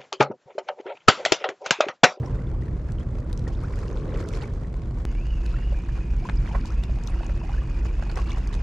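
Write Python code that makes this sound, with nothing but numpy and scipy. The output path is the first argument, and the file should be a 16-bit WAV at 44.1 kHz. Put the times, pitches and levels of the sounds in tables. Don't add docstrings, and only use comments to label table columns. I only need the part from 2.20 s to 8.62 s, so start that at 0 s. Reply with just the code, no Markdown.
import sys
import numpy as np
from scipy import signal
from scipy.fft import rfft, irfft
from scipy.io import wavfile
from scipy.ndimage import uniform_filter1d

SR = 44100
rng = np.random.default_rng(int(sys.argv[2]) if len(sys.argv) > 2 else 0)


def master_out(mix):
    frames = np.transpose(np.atleast_2d(mix))
    ceiling = np.clip(frames, -1, 1)
    pcm = np.round(ceiling * 32767).astype(np.int16)
    wavfile.write(sys.argv[1], SR, pcm)


N = 283122
T = np.arange(N) / SR

# [t/s, impact level/dB, bubble f/Hz, contact time/s, spray level/dB]
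SLAPS = [(0.045, -34, 1300, 0.016, -58), (0.481, -35, 895, 0.004, -64.5), (1.275, -27, 700, .013, -43),
         (1.427, -30, 760, 0.0073, -65.5), (1.631, -27.5, 950, 0.0038, -53),
         (1.997, -30, 1500, .018, -53.5), (2.127, -32.5, 1150, 0.035, -50.5),
         (2.212, -28.5, 1760, 0.035, -54.5), (3.521, -35, 835, 0.006, -49.5),
         (3.685, -33.5, 1150, .012, -65), (3.753, -32.5, 1150, .035, -65.5),
         (4.089, -17.5, 1360, 0.00195, -58), (4.096, -17.5, 1740, .003, -48), (4.339, -27, 850, .01, -65),
         (4.348, -18, 1090, 0.011, -58), (4.634, -34.5, 1530, 0.0064, -47.5),
         (5.032, -29, 1900, 0.004, -58), (5.093, -28, 1150, .008, -66.5), (5.653, -28, 1200, 0.015, -54),
         (5.794, -31, 950, 0.0059, -62), (5.823, -29, 1000, .012, -64), (5.898, -26.5, 1300, 0.007, -55),
         (5.963, -26.5, 850, 0.035, -50.5), (5.972, -18.5, 950, .005, -58), (6.094, -36, 3400, .026, -49),
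         (6.172, -30.5, 1500, .008, -53), (6.325, -31.5, 1590, 0.019, -44.5)]
# [t/s, f/Hz, level/dB, ring length/cycles of the starting pitch, rise of pitch/share]
PLOPS = [(.06, 5430, -38, 49, .1), (0.073, 970, -31, 22, 0.17), (.128, 2300, -46, 20, 0.2),
         (.27, 3400, -44, 32, .1), (.19, 1880, -39, 17, .2), (.691, 1600, -35, 18, 0.088),
         (0.7848, 2980, -36, 18, .1), (.809, 3040, -44, 46, 0.29), (1.269, 1830, -31.5, 35, 0.092),
         (1.277, 460, -21.5, 8.9, 0.083), (1.35, 3600, -41.5, 40, .15), (1.435, 1110, -30.5, 42, 1.05),
         (1.941, 2900, -36, 22, .1), (2.151, 4100, -32.5, 32, .1), (2.24, 2140, -32, 29, .15),
         (3.341, 1370, -29.5, 20, 0.1), (3.365, 1740, -34.5, 19, .2), (3.523, 545, -28, 15, .2),
         (3.543, 1550, -38, 34, .35), (3.69, 1650, -33, 16, .1), (3.785, 1320, -36, 23, .3),
         (4.025, 656, -32.5, 20, 0.37), (4.052, 945, -25, 30, 0.31), (4.172, 4920, -34, 37, .1),
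         (4.26, 2150, -33, 18, .2), (4.311, 814, -28, 18, 0.22), (4.347, 986, -22.5, 22, 0.24),
         (4.451, 920, -30, 13, .2), (4.502, 1190, -34, 35, 0.55), (4.694, 600, -30.5, 14, 0.14),
         (4.771, 730, -33, 13, 0.27), (4.873, 5700, -24, 18, 0.28), (4.884, 1240, -31, 14, .2),
         (5.007, 686, -27, 10, .1), (5.032, 870, -28, 13, 0.23), (5.098, 500, -33, 13, 1.15),
         (5.213, 925, -31.5, 20, 0.2), (5.231, 577, -33, 27, 1.05), (5.291, 742, -29.5, 36, 0.49),
         (5.339, 1410, -31, 30, .3), (5.374, 1580, -37.5, 91, 0.5), (5.418, 1130, -35, 31, 0.17),
         (5.898, 4330, -33.5, 44, .1), (5.987, 1070, -28, 33, 0.085), (6.105, 3320, -28.5, 29, .2),
         (6.117, 2100, -30, 36, 0.42), (6.335, 3770, -33, 25, .1)]
# [f/Hz, relative level/dB]
SHEET_COLOUR = [(200, -3.5), (450, 5.0), (1000, 0), (2100, -7.5), (3200, -23.5), (8000, -37.5)]
DROPLET_COLOUR = [(1500, -17.5), (3500, 0.0), (7200, -4.0), (8300, -8.5), (10500, -10.5), (13000, -26)]
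# [crest t/s, length/s, gurgle level/dB, foam level/dB]
WAVELETS = [(0.058, 0.22, -48.5, -60), (1.43, 0.53, -61, -58), (1.605, 0.35, -48.5, -56.5),
            (2.006, 0.38, -45.5, -54), (2.0, 0.06, -48, -53), (2.152, 0.071, -52, -47.5),
            (2.222, 0.047, -45, -48.5), (3.36, 0.2, -50, -55), (4.077, 0.086, -60, -50),
            (4.285, 0.16, -46.5, -56.5), (4.523, 0.097, -48.5, -58), (4.883, 0.36, -50.5, -60.5),
            (5.302, 0.18, -47.5, -57.5), (5.976, 0.17, -47, -52), (6.115, 0.13, -47.5, -50),
            (6.28, 0.25, -48, -56.5)]
# [t/s, gurgle level/dB, foam level/dB]
TRICKLE = [(0, -56.5, -72), (2.7, -61, -67), (4.2, -60, -60.5), (6.42, -54, -60.5)]
# [f/Hz, relative level/dB]
FOAM_COLOUR = [(1200, -16.5), (2200, 5), (3500, 0.5), (5500, 2.5), (7400, -3), (8300, -10), (11500, -10),
               (14000, -31)]
# [f/Hz, level/dB]
ROCK_COLOUR = [(1500, -10.0), (7000, -11.0)]
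# [t/s, level/dB]
TICKS = [(0.721, -39.5), (1.003, -45.5), (1.129, -34.5), (1.176, -36), (1.194, -40.5), (1.241, -48),
         (1.558, -42), (1.59, -40), (2.088, -32.5), (2.338, -49), (3.263, -36), (4.457, -36.5),
         (4.637, -33), (4.837, -38), (4.875, -34.5), (5.915, -38), (5.958, -37), (6.274, -37)]
# [t/s, f/Hz]
GEAR = [(2.86, 2060), (2.94, 2210), (3.01, 2480), (3.05, 2860), (3.14, 2910), (3.22, 2560), (3.36, 2610),
        (3.43, 2900), (3.49, 2900), (3.55, 2430), (3.73, 2390), (3.8, 2540), (3.99, 2350), (4.2, 2360),
        (4.29, 2560), (4.37, 2340), (4.54, 2420), (4.63, 2760), (4.72, 2420), (4.86, 2500), (4.99, 2800),
        (5.06, 2490), (5.24, 2640), (5.29, 2510), (5.4, 2580), (5.52, 2400), (5.71, 2420), (5.79, 2680),
        (5.86, 2480), (6.02, 2650), (6.18, 2880), (6.27, 2470), (6.42, 2560)]
# [f/Hz, width/Hz, relative level/dB]
REEL_MODES = [(1664, 360, -3), (2490, 150, -4.5), (2726, 170, -2.5), (2885, 100, -4), (4710, 360, -9),
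              (5220, 420, -10.5), (6450, 750, -11.5)]
# [crest t/s, rush level/dB, length/s]
GUSTS = [(0.06, -38, 0.3), (1.068, -44.5, 0.28), (1.424, -49.5, 0.3), (1.89, -38, 0.67),
         (2.154, -37, 0.051), (2.812, -48.5, 0.26)]
# [t/s, level/dB]
RUMBLE = [(0, -33.5), (2.2, -33.5), (2.4, -37), (3.6, -37.5), (4.3, -34.5), (5.2, -36.5)]
# [f/Hz, relative level/dB]
AIR_BEFORE = [(40, -18), (70, 0.5), (139, -7), (201, -14), (344, -18.5), (590, -27.5), (780, -39),
              (1080, -38), (3160, -60), (7300, -74), (8300, -69), (11000, -74), (14000, -99)]
AIR_DURING = [(40, -19), (70, -8), (101, -6), (139, -10.5), (278, -18.5), (340, -20), (720, -40),
              (980, -39), (1500, -44), (2200, -45), (3440, -53), (7300, -85), (8300, -62), (11000, -71),
              (14000, -97)]
# [f/Hz, relative level/dB]
RUSH_COLOUR = [(150, -23.5), (320, -1.5), (440, 2), (580, -5), (800, -26.0), (1080, -13.5),
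               (2000, -39.0), (5000, -56.5)]
SIDE_COLOUR = [(60, -12.5), (130, -26.0), (300, -16.5), (600, -14.5), (1200, -8.5), (8000, -4.0)]
DIESEL_HZ = [25.8, 34.7, 39.7, 44.6, 52.4, 57.2, 59.9, 87.5, 101, 120.2]
# [level before the winding/dB, level during it/dB]
DIESEL_DB = [(-45.5, -40.5), (-36.5, -31.5), (-37, -31), (-36.5, -41.5), (-47, -31), (-49, -31.5),
             (-36, -39.5), (-45.5, -45), (-44, -52.5), (-44, -54)]
# [t/s, level/dB]
HUM = [(0, -34.5), (.65, -36), (.9, -40.5), (2.8, -46), (3.6, -39.5), (4.5, -43), (5.9, -44.5)]
# [f/Hz, width/Hz, level/dB]
DRONES = [(162.4, 32, -44.5), (238.5, 7, -51), (335.9, 8, -52.5), (708, 9.3, -65), (945, 51, -66)]
# [f/Hz, gain/dB]
PORT_COLOUR = [(10, -11), (25, 0.5), (7500, -0.5), (8300, -2.5), (12000, -7.0), (14000, -16.0)]

WINDING_S = 2.8525
CREST_SHARE = 0.42
TICK_HZ = 4950
COAST_HZ = 2400
WHIRR_DB, WHIRR_DB_PER_HZ = -59.3, .002
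RUB_DB, RUB_DB_PER_HZ = -61, 0.0029
BREEZE_DB = -53.5
HUM_HZ, HUM_WIDTH_HZ = 125, 14
TOP_HZ = 15000


def laps():
    out, spray, smack = np.zeros((2, N)), np.zeros(N), np.zeros(N)
    for s, db, hz, length, spray_db in SLAPS:
        side = rng.uniform(-.2, .2)
        add(out, s, undb(db - 3) * bubble(hz, 4.7, 0.16), side)
        for when, pitch, size, pan in rng.random((18, 4)):
            ring = bubble(hz * 2 ** (2.2 * (pitch - .5)), 5.2, 0.22)
            ring = ring * undb(db - 7.0 - 10 * size)
            add(out, s + length * when ** 1.5, ring, side + 0.74 * (pan - .5))
        contact_s = [0, .003, length, 1.61 * length + 0.0028]
        contact = np.interp(T - s, contact_s, [0.0063, 0.53, 0.5, 0.011])
        spray += undb(spray_db) * contact
        smack += undb(db - 12.0) * contact
    for s, hz, db, cycles, rise in PLOPS:
        side = rng.uniform(-0.18, 0.22)
        add(out, s, undb(db) * bubble(hz, cycles, rise), side)
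        for when, pitch, size in rng.random((7, 3)):
            ring = bubble(hz * (.8 + .9 * pitch), 14, 0.19)
            add(out, s + 0.046 * when, undb(db - 12.5 - 17 * size) * ring, side)
    splash = stereo(rng.standard_normal(N), 0.55 * rng.standard_normal(N)) * undb(5.26 * walk(400))
    sheet = unit(colour(splash, SHEET_COLOUR))
    droplets = unit(colour(splash, DROPLET_COLOUR))
    return out + smack * sheet + spray * undb(-1.5) * droplets


def bubble(hz, cycles, rise):
    age = np.arange(int(cycles * SR / hz) + 2) * hz / SR / cycles
    size = 1.036 * (1 - np.exp(-age / 0.071)) * np.exp(-np.log(100) * age)
    return size * np.sin(2 * np.pi * cycles * age * (1 + rise * age / 2))


def bubble_cloud(per_s, low_hz, high_hz, cycles, spread_db):
    out = np.zeros((2, N))
    for when, size, pitch, life, pan in rng.random((int(per_s * N / SR), 5)):
        ring = bubble(low_hz * (high_hz / low_hz) ** pitch, cycles * (.5 + life), .5 * life)
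        strength = undb(-spread_db * np.log(size + 0.006))
        add(out, when * N / SR, ring * strength, 1.3 * (pan - .5))
    return unit(out)


def wash():
    gurgle_level, foam_level = undb(curves(TRICKLE))
    for s, length, gurgle_db, foam_db in WAVELETS:
        flow = swell(s, length)
        gurgle_level = np.hypot(gurgle_level, undb(gurgle_db) * flow)
        foam_level = np.hypot(foam_level, undb(foam_db) * flow)
    gurgle = bubble_cloud(per_s=240, low_hz=680, high_hz=2100, cycles=14, spread_db=3.4)
    fizz = bubble_cloud(per_s=280, low_hz=2020, high_hz=9020, cycles=22, spread_db=2.0)
    crackle = bubble_cloud(per_s=45, low_hz=6080, high_hz=12200, cycles=14, spread_db=3.5)
    hiss = stereo(rng.standard_normal(N), .5 * rng.standard_normal(N)) * undb(5.6 * walk(50))
    foam = unit(colour(fizz + undb(1.0) * crackle + hiss, FOAM_COLOUR))
    patter = bubble_cloud(per_s=200, low_hz=1000, high_hz=6000, cycles=6, spread_db=3.6)
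    patter = unit(patter * undb(3.4 * walk(45)))
    foam_and_patter = foam * undb(-2.5) + patter * undb(-3)
    return gurgle * gurgle_level * undb(-2.0) + foam_and_patter * foam_level


def swell(s, length):
    age = (T - s) / length
    return np.exp(-np.where(age < 0, (age / CREST_SHARE) ** 2, age / (1 - CREST_SHARE)))


def rocks(x):
    age = T[:SR // 4]
    tail = rng.standard_normal((2, len(age))) * np.exp(-np.log(1000) * age / 0.11)
    tail /= np.sqrt(np.sum(tail ** 2, axis=1, keepdims=True))
    scattered = signal.fftconvolve(x, tail, axes=1)[:, :N]
    return x + colour(scattered, ROCK_COLOUR)


def reel(winding):
    hz, = curves(GEAR)
    faster_hz = hz - COAST_HZ
    hz = hz * (1 + .014 * walk(70))
    teeth = rough_line(hz, 150)
    teeth = unit(teeth + .5 * sum(undb(gain) * band(teeth, f, w) for f, w, gain in REEL_MODES))
    whirr = unit(teeth * undb(2.2 * walk(45)))
    rotor = np.cumsum(hz) / SR / 46
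    rub = stereo(rng.standard_normal(N), 0.39 * rng.standard_normal(N))
    rub = rub * undb(4.2 * walk(120) + 2.4 * np.cos(2 * np.pi * rotor))
    body = sum(undb(gain) * unit(band(band(rub, f, w), f, w)) for f, w, gain in REEL_MODES)
    whirr_level = undb(WHIRR_DB + WHIRR_DB_PER_HZ * faster_hz)
    rub_level = undb(RUB_DB + RUB_DB_PER_HZ * faster_hz)
    return winding * (whirr * whirr_level + body * rub_level)


def dry_click():
    out = np.zeros((2, N))
    add(out, WINDING_S, -undb(-18) * np.exp(-T[:SR // 10] / 0.0038), 0)
    return out


def ticks():
    out, age = np.zeros((2, N)), T[:SR // 10]
    for s, db in TICKS:
        crack = rng.standard_normal(len(age)) * np.exp(-np.log(1000) * age / 0.0066)
        ring = band(crack, TICK_HZ * 2 ** rng.uniform(-0.42, 0.23), 830)
        tick = ring + .5 * band(crack, 5300, 4100)
        add(out, s, undb(db + 2.5) * tick / np.abs(tick).max(), rng.uniform(-0.73, 0.78))
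    return out


def wind(winding):
    rumble_db, = curves(RUMBLE)
    gust_power = sum((undb(db) * swell(s, length)) ** 2 for s, db, length in GUSTS)
    gust = np.sqrt(undb(BREEZE_DB) ** 2 + gust_power)
    before = undb(2.0) * unit(colour(wide_noise(), AIR_BEFORE))
    during = undb(-0.5) * unit(colour(wide_noise(), AIR_DURING))
    rush = unit(colour(wide_noise(), RUSH_COLOUR))
    air = before * (1 - winding) + during * winding
    return air * undb(rumble_db) + rush * gust * undb(2.14 * walk(18))


def wide_noise():
    return stereo(rng.standard_normal(N), colour(rng.standard_normal(N), SIDE_COLOUR))


def diesels(winding):
    out = undb(-39.5) * unit(band(band(rng.standard_normal(N), 45, 37), 45, 37))
    for hz, (before_db, during_db) in zip(DIESEL_HZ, DIESEL_DB):
        phase = 2 * np.pi * (hz * T + rng.random()) + 0.34 * walk(2.006)
        level_db = before_db + winding * (during_db - before_db) + 1.52 * walk(4.7)
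        out += np.sqrt(2) * np.sin(phase) * undb(level_db)
    hum_db, = curves(HUM)
    out += undb(hum_db) * rough_line(HUM_HZ, HUM_WIDTH_HZ)
    return out + sum(undb(db) * rough_line(hz, width) for hz, width, db in DRONES)


def rough_line(hz, width_hz):
    phase = 2 * np.pi * np.cumsum(hz + 0 * T) / SR
    return unit(walk(2 * width_hz) * np.cos(phase) + walk(2 * width_hz) * np.sin(phase))


def walk(rate):
    k = max(int(SR / rate), 1)
    held = np.repeat(rng.standard_normal(N // k + 1), k)
    return unit(uniform_filter1d(uniform_filter1d(held, k), k)[:N])


def band(x, hz, width_hz):
    return signal.lfilter(*signal.iirpeak(hz, hz / width_hz, fs=SR), x)


def colour(x, points):
    hz, db = np.transpose(points)
    f = np.fft.rfftfreq(N, 1 / SR) + 1e-3
    return irfft(rfft(x) * undb(np.interp(np.log(f), np.log(hz), db)), N)


def curves(rows):
    s, *columns = np.transpose(rows)
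    return [np.interp(T, s, c) for c in columns]


def undb(db):
    return 10 ** (np.asarray(db) / 20)


def unit(x):
    return x / np.sqrt(np.mean(x ** 2) + 1e-20)


def stereo(mid, side):
    return np.array([mid + side, mid - side])


def add(out, s, sound, pan):
    i = int(np.clip(s * SR, 0, N - 1))
    part = sound[:N - i]
    out[:, i:i + len(part)] += np.outer([1 + pan, 1 - pan], part)


def scene():
    winding = np.clip((T - WINDING_S) / .02, 0, 1)
    near_rocks = rocks(laps() + wash() + ticks())
    return near_rocks + reel(winding) + dry_click() + wind(winding) + diesels(winding)


def record(dry):
    ports = colour(dry, PORT_COLOUR) * undb([[-.25], [.25]])
    return signal.sosfilt(signal.ellip(8, .2, 70, TOP_HZ, fs=SR, output="sos"), ports)


dry = scene()
out = record(dry)
master_out(out)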